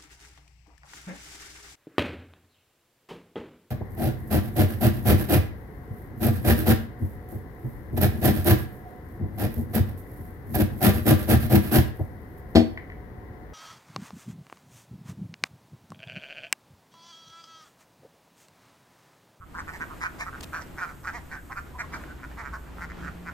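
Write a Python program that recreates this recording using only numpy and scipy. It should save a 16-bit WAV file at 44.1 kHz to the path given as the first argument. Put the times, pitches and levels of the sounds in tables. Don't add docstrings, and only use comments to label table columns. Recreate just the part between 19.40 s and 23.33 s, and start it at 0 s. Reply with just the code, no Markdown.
import sys
import numpy as np
from scipy import signal
from scipy.fft import rfft, irfft, next_fast_len
from scipy.io import wavfile
from scipy.ndimage import map_coordinates

SR = 44100
rng = np.random.default_rng(int(sys.argv[2]) if len(sys.argv) > 2 else 0)


def persist_wave(psi):
    counts = np.round(np.clip(psi, -1, 1) * 32767).astype(np.int16)
    wavfile.write(sys.argv[1], SR, np.atleast_2d(counts).T)


N = 173313

# start, rise and fall in seconds, level in dB, top pitch in Hz,
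# throat and chest resonances in Hz, chest and bill strengths in dB, roughness from 0 to 1.
QUACKS = [ (0.140, 0.014, 0.043, -37.5, 176.4, 1520, 1090, -3, -19, 0.35),
          (0.168, 0.022, 0.039, -34.5, 170.5, 1495, 1050, -3, -9, 0.4),
          (0.268, 0.015, 0.044, -37, 164.9, 1490, 1020, -6.5, -8, 0.2),
          (0.319, 0.024, 0.045, -40.5, 192, 1630, 920, -2.5, 1, 0.45),
          (0.396, 0.023, 0.031, -31.5, 168.5, 1536, 1100, -8.5, -6, 0),
          (0.603, 0.023, 0.036, -30, 174.1, 1370, 970, -9, -3.5, 0.35),
          (0.638, .017, 0.027, -28.5, 182.4, 1490, 1120, -23, -11, 0.14),
          (0.780, 0.03, 0.04, -32.5, 225.7, 1802, 970, -11, -4, .7),
          (0.849, .030, 0.022, -35.5, 192.2, 1370, 1110, -5, -14, 0.2),
          (1.120, 0.03, 0.07, -32.5, 168.5, 1480, 770, -13, -10.5, 0.37),
          (1.199, .018, 0.017, -45.5, 131, 1420, 800, 9, 8, 0.79),
          (1.364, .027, 0.046, -36, 160.3, 1480, 945, -7.5, -4.5, 0.33),
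          (1.402, 0.024, 0.047, -29.5, 181.9, 1470, 835, -13.5, -10.5, 0.19),
          (1.628, 0.023, 0.021, -38, 148.2, 1410, 1085, -3, -8, 0.4),
          (1.662, 0.0131, 0.0424, -30.5, 182.6, 1504, 765, -15, -7.5, 0.25),
          (1.720, .035, .045, -38, 243, 1440, 930, 7, 8, .13),
          (1.902, 0.026, 0.055, -37.5, 160.4, 1530, 904, -11, -6, 0.36),
          (2.107, 0.017, 0.017, -36.5, 130.5, 1500, 1000, -9, -6, 0.2),
          (2.149, 0.03, .033, -33.5, 200.9, 1410, 830, -12.5, -9.5, 0.31),
          (2.380, 0.022, .030, -31, 240.7, 1464, 845, -13.5, -1, 0.19),
          (2.515, .031, 0.035, -35, 231.6, 1450, 910, -5, -4.5, 0.51),
          (2.633, 0.0046, 0.0087, -41.5, 140, 1460, 950, -17, -5.5, 0.24),
          (2.818, .018, 0.031, -40.5, 125.4, 1420, 950, -13, -6.5, .04),
          (2.964, 0.032, 0.053, -38.5, 237.2, 1400, 970, -3, -3, .2),
          (3.024, 0.039, 0.043, -38.5, 144.3, 1440, 960, -10.5, -7.5, 0.07),
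          (3.121, 0.025, 0.036, -35.5, 219.2, 1530, 1050, -2.5, -12.5, 0.33),
          (3.366, 0.017, 0.027, -44.5, 98.3, 1350, 890, -5, -13, 0.08),
          (3.397, .029, 0.042, -36, 176.8, 1420, 880, -7.5, -3.5, 0.24),
          (3.485, 0.016, 0.032, -43, 115.3, 1340, 950, -16, -2.5, 0.22),
          (3.605, 0.047, 0.029, -41.5, 148.5, 1480, 1090, -23, -14, 0.4),
          (3.661, 0.013, 0.031, -37, 149.8, 1370, 950, -33, -7, 0.14),
          (3.85, 0.029, .046, -37, 170.6, 1460, 860, -10.5, -6, 0.15), ]
# start and length in seconds, level in dB, top pitch in Hz,
# throat resonance in Hz.
CLUCKS = [ (0.000, 0.052, -47.5, 188.5, 1260), (0.490, 0.06, -41.5, 158, 1150),
          (0.916, .056, -39, 141, 1430), (1.939, 0.07, -44, 259.3, 1600), (2.090, 0.0458, -40, 271.4, 1020),
          (2.332, .055, -44, 256, 970), (2.419, 0.042, -43.5, 220, 1050), (2.672, 0.071, -45.5, 170, 1520),
          ]
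# time in seconds, degrees to the left.
BEARINGS = [(.2, 33), (.8, 105), (.87, 14), (2.2, 12), (2.36, 28.3), (2.9, 5)]


def flock():
    calls = np.zeros((2, N))
    for start, rise, fall, db, *voice in QUACKS:
        bearing = np.interp(start, *np.transpose(BEARINGS))
        add(calls, start, amp(db) * mud_and_grass(quack(rise, fall, *voice), bearing))
    for start, length, db, *voice in CLUCKS:
        bearing = np.interp(start, *np.transpose(BEARINGS))
        add(calls, start, amp(db) * mud_and_grass(cluck(length, *voice), bearing))
    calls += far_ducks()
    balance = amp([[-1.46], [1.46]])
    return (calls + amp(-11) * echo(calls, fade_s=0.31)) * balance


# frequency in Hz, dB added to the quack's bill strength.
BILL_RESONANCES = [(1850, 3.5), (2300, -2.5)]
# frequency in Hz, width in Hz, relative level in dB.
RASP_RESONANCES = [(4600, 1580, 4), (5830, 780, 7.5), (7220, 1070, 2.5)]


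def quack(rise, fall, pitch_hz, throat_hz, chest_hz, chest_db, bill_db, rough):
    effort, source, breath = syrinx(rise, fall, pitch_hz, rough)
    throat_and_bill = [(throat_hz, 140, 2.5)] + [(hz, 190, db + bill_db) for hz, db in BILL_RESONANCES]
    bill_open = [(chest_hz, 280, chest_db)] + throat_and_bill
    bill_shut = [(chest_hz, 280, chest_db + 4)] + throat_and_bill
    shut_shift = 0.9
    voice = filtered(source * effort, lambda hz: resonances(hz, bill_open))
    voice += filtered(source * (1 - effort), lambda hz: resonances(hz / shut_shift, bill_shut))
    voice = signal.sosfilt(signal.butter(2, 450, 'high', fs=SR, output='sos'), voice)
    voice = signal.sosfilt(signal.butter(5, 2480, 'low', fs=SR, output='sos'), voice)
    rasp = filtered(breath, lambda hz: resonances(hz, RASP_RESONANCES))
    rasp_db = -23 + 17 * rough + 0.46 * bill_db
    return (unit(voice) + amp(rasp_db) * unit(rasp)) * np.sqrt(np.mean(effort ** 2))


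def cluck(length, pitch_hz, throat_hz):
    effort, source, _ = syrinx(length / 2, length / 2, pitch_hz, rough=0)
    voice = filtered(source, lambda hz: resonances(hz, [(throat_hz, 290, 0)]) ** 2)
    return unit(voice) * np.sqrt(np.mean(effort ** 2))


def syrinx(rise, fall, pitch_hz, rough):
    t = np.arange(SR // 6) / SR
    effort = np.sin(np.pi / 2 * np.interp(t, [0, rise, rise + fall], [0, 1, 0]))
    cycles = np.cumsum(pitch_hz * (0.7 + 0.3 * effort)) / SR
    jitter_cycles, shimmer_db, puff_s = 0.004 + 0.035 * rough, 1.2, 0.003
    timing, size = rng.standard_normal((2, 48))
    beats = np.arange(len(timing)) + 0.5 + jitter_cycles * timing
    pulses = np.bincount(np.searchsorted(cycles, beats), amp(shimmer_db * size), len(t) + 1)[:-1]
    puff_shape = signal.lfilter([1], [1, -np.exp(-1 / (puff_s * SR))], pulses)
    puffs = unit(puff_shape * rng.standard_normal(len(t)))
    swell = effort ** 1.15
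    source = swell * ((1 - rough) * unit(pulses) + rough * puffs)
    return effort, source, swell * puffs


def mud_and_grass(call, bearing):
    lead_s = 0.0002 * np.sin(np.radians(bearing)) * np.array([[0.5], [-0.5]])
    bounce_s = 0.0016 * rng.uniform(0.49, 1.972)
    pair = filtered(call, lambda hz: delay(hz, -lead_s) * (1 + 0.2 * delay(hz, bounce_s)))
    scatter = amp(-8) * unit(echo(pair, fade_s=0.035))
    return np.std(call) * unit(unit(pair) + scatter)


def far_ducks(count=36):
    out = np.zeros((2, N))
    for k, (timing, size, pitch, throat) in enumerate(rng.standard_normal((count, 4))):
        call = quack(rise=0.03, fall=0.04, pitch_hz=165 * np.exp(0.15 * pitch),
                     throat_hz=1520 * np.exp(0.1 * throat),
                     chest_hz=900, chest_db=-8, bill_db=-8, rough=0.4)
        start = (k + 1 + timing / 2) * N / SR / count
        add(out, start, amp(-57.5 + 7.5 * size) * mud_and_grass(call, bearing=0))
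    return out


# start in seconds, length in seconds, level in dB.
SCRAPES = [(1.007, .006, -40), (1.031, .015, -37.5)]
# frequency in Hz, relative level in dB.
SCRAPE_COLOUR = [(200, -16), (800, 15.5), (1600, 6), (3300, 14), (14000, -3)]
# time in seconds, strength in dB.
TAPS = [(1.01, -12.5), (1.029, -15), (1.0352, -13)]
# frequency in Hz, width in Hz, gain in dB.
CASE_RESONANCES = [(3550, 4000, -6), (7000, 2900, -1.5)]


def knock():
    scrapes, taps = np.zeros((2, N)), np.zeros(N)
    for start, length, db in SCRAPES:
        noise = rush(SCRAPE_COLOUR, side_db=-2, flutter_db=-2.5)
        add(scrapes, start, amp(db) * noise[:, :int(length * SR)])
    for start, db in TAPS:
        taps[round(start * SR)] = amp(db)
    return scrapes + filtered(taps, lambda hz: resonances(hz, CASE_RESONANCES))


# frequency in Hz, relative level in dB.
HISS_COLOUR = [(3000, -17.5), (7500, 11), (11000, 4.5), (14000, 11.5)]
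AIR_COLOUR = [(60, -84), (110, -5), (300, -4), (460, -11.5), (1200, -16), (1700, -18.5), (3000, -25.5),
              (7500, -40), (11000, -124)]
RUMBLE_COLOUR = [(25, 0.5), (58, 8), (80, 8), (105, -2.5), (160, 0), (450, -61)]
# time in seconds, level in dB.
HISS_LEVEL = [(0, -68), (.3, -58), (1.05, -57), (2.6, -59), (3.6, -61.5)]
AIR_LEVEL = [(0, -58), (.15, -46), (.8, -47.5), (2.3, -48), (3.2, -47), (3.8, -46)]
RUMBLE_LEVEL = [(0, -48), (.4, -47), (2, -46.5), (3.9, -45)]


def wind():
    hiss = level(HISS_LEVEL) * rush(HISS_COLOUR, side_db=-23, flutter_db=1.3)
    air = level(AIR_LEVEL) * rush(AIR_COLOUR, side_db=-4.5, flutter_db=2.0)
    rumble = level(RUMBLE_LEVEL) * rush(RUMBLE_COLOUR, side_db=-15, flutter_db=-1.5)
    return rumble + air + hiss


# pitch in Hz, time of the swell's peak in seconds,
# its spread to either side in seconds, level at the peak in dB.
ENGINE_TONES = [(57.3, 3.1, .48, -45), (75.5, 4.2, 3.2, -53.5), (175, 3.72, .22, -46.5)]


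def engine():
    t, out = np.arange(N) / SR, np.zeros(N)
    for hz, peak_s, spread_s, db in ENGINE_TONES:
        tone = amp(1.5 * wobble(8)) * np.sin(2 * np.pi * hz * t + 0.55 * wobble(6))
        swell = np.exp(-0.5 * ((t - peak_s) / spread_s) ** 2)
        out += np.sqrt(2) * amp(db) * swell * tone
    return out


def rush(colour, side_db, flutter_db):
    points_hz, points_db = np.transpose(colour)
    mid, side = filtered(rng.standard_normal((2, N)),
                         lambda hz: amp(np.interp(np.log(hz + 1), np.log(points_hz + 1), points_db)))
    side = side * amp(side_db)
    return unit(np.array([mid + side, mid - side]) * amp(flutter_db * wobble(12)))


def echo(x, fade_s):
    t = np.arange(SR // 3) / SR
    tail = rng.standard_normal((2, len(t))) * amp(-60 * t / fade_s)
    return signal.fftconvolve(x, tail / np.linalg.norm(tail[0]), axes=1)[:, :x.shape[1]]


def resonances(hz, modes):
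    return sum((-1) ** k * amp(db) * 1j * hz * width / (centre ** 2 - hz ** 2 + 1j * hz * width)
               for k, (centre, width, db) in enumerate(modes))


def delay(hz, seconds):
    return np.exp(-2j * np.pi * hz * seconds)


def filtered(x, response):
    length = x.shape[-1]
    padded = next_fast_len(length + 2048)
    return irfft(rfft(x, padded) * response(np.fft.rfftfreq(padded, 1 / SR)), padded)[..., :length]


def wobble(rate):
    return map_coordinates(rng.standard_normal(int(N * rate / SR) + 4), [np.arange(N) * rate / SR])


def level(rows):
    return amp(np.interp(np.arange(N) / SR, *np.transpose(rows)))


def amp(db):
    return 10 ** (np.asarray(db) / 20)


def unit(x):
    return x / np.sqrt(np.mean(x ** 2) + 1e-20)


def add(out, start_s, x):
    i = max(0, round(start_s * SR))
    out[..., i:i + x.shape[-1]] += x[..., :max(0, N - i)]


def scene():
    return filtered(flock() + wind() + engine(), lambda hz: hz < 14400) + knock()


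def record(dry):
    return filtered(dry, lambda hz: hz < 16300)


dry = scene()
out = record(dry)
persist_wave(out)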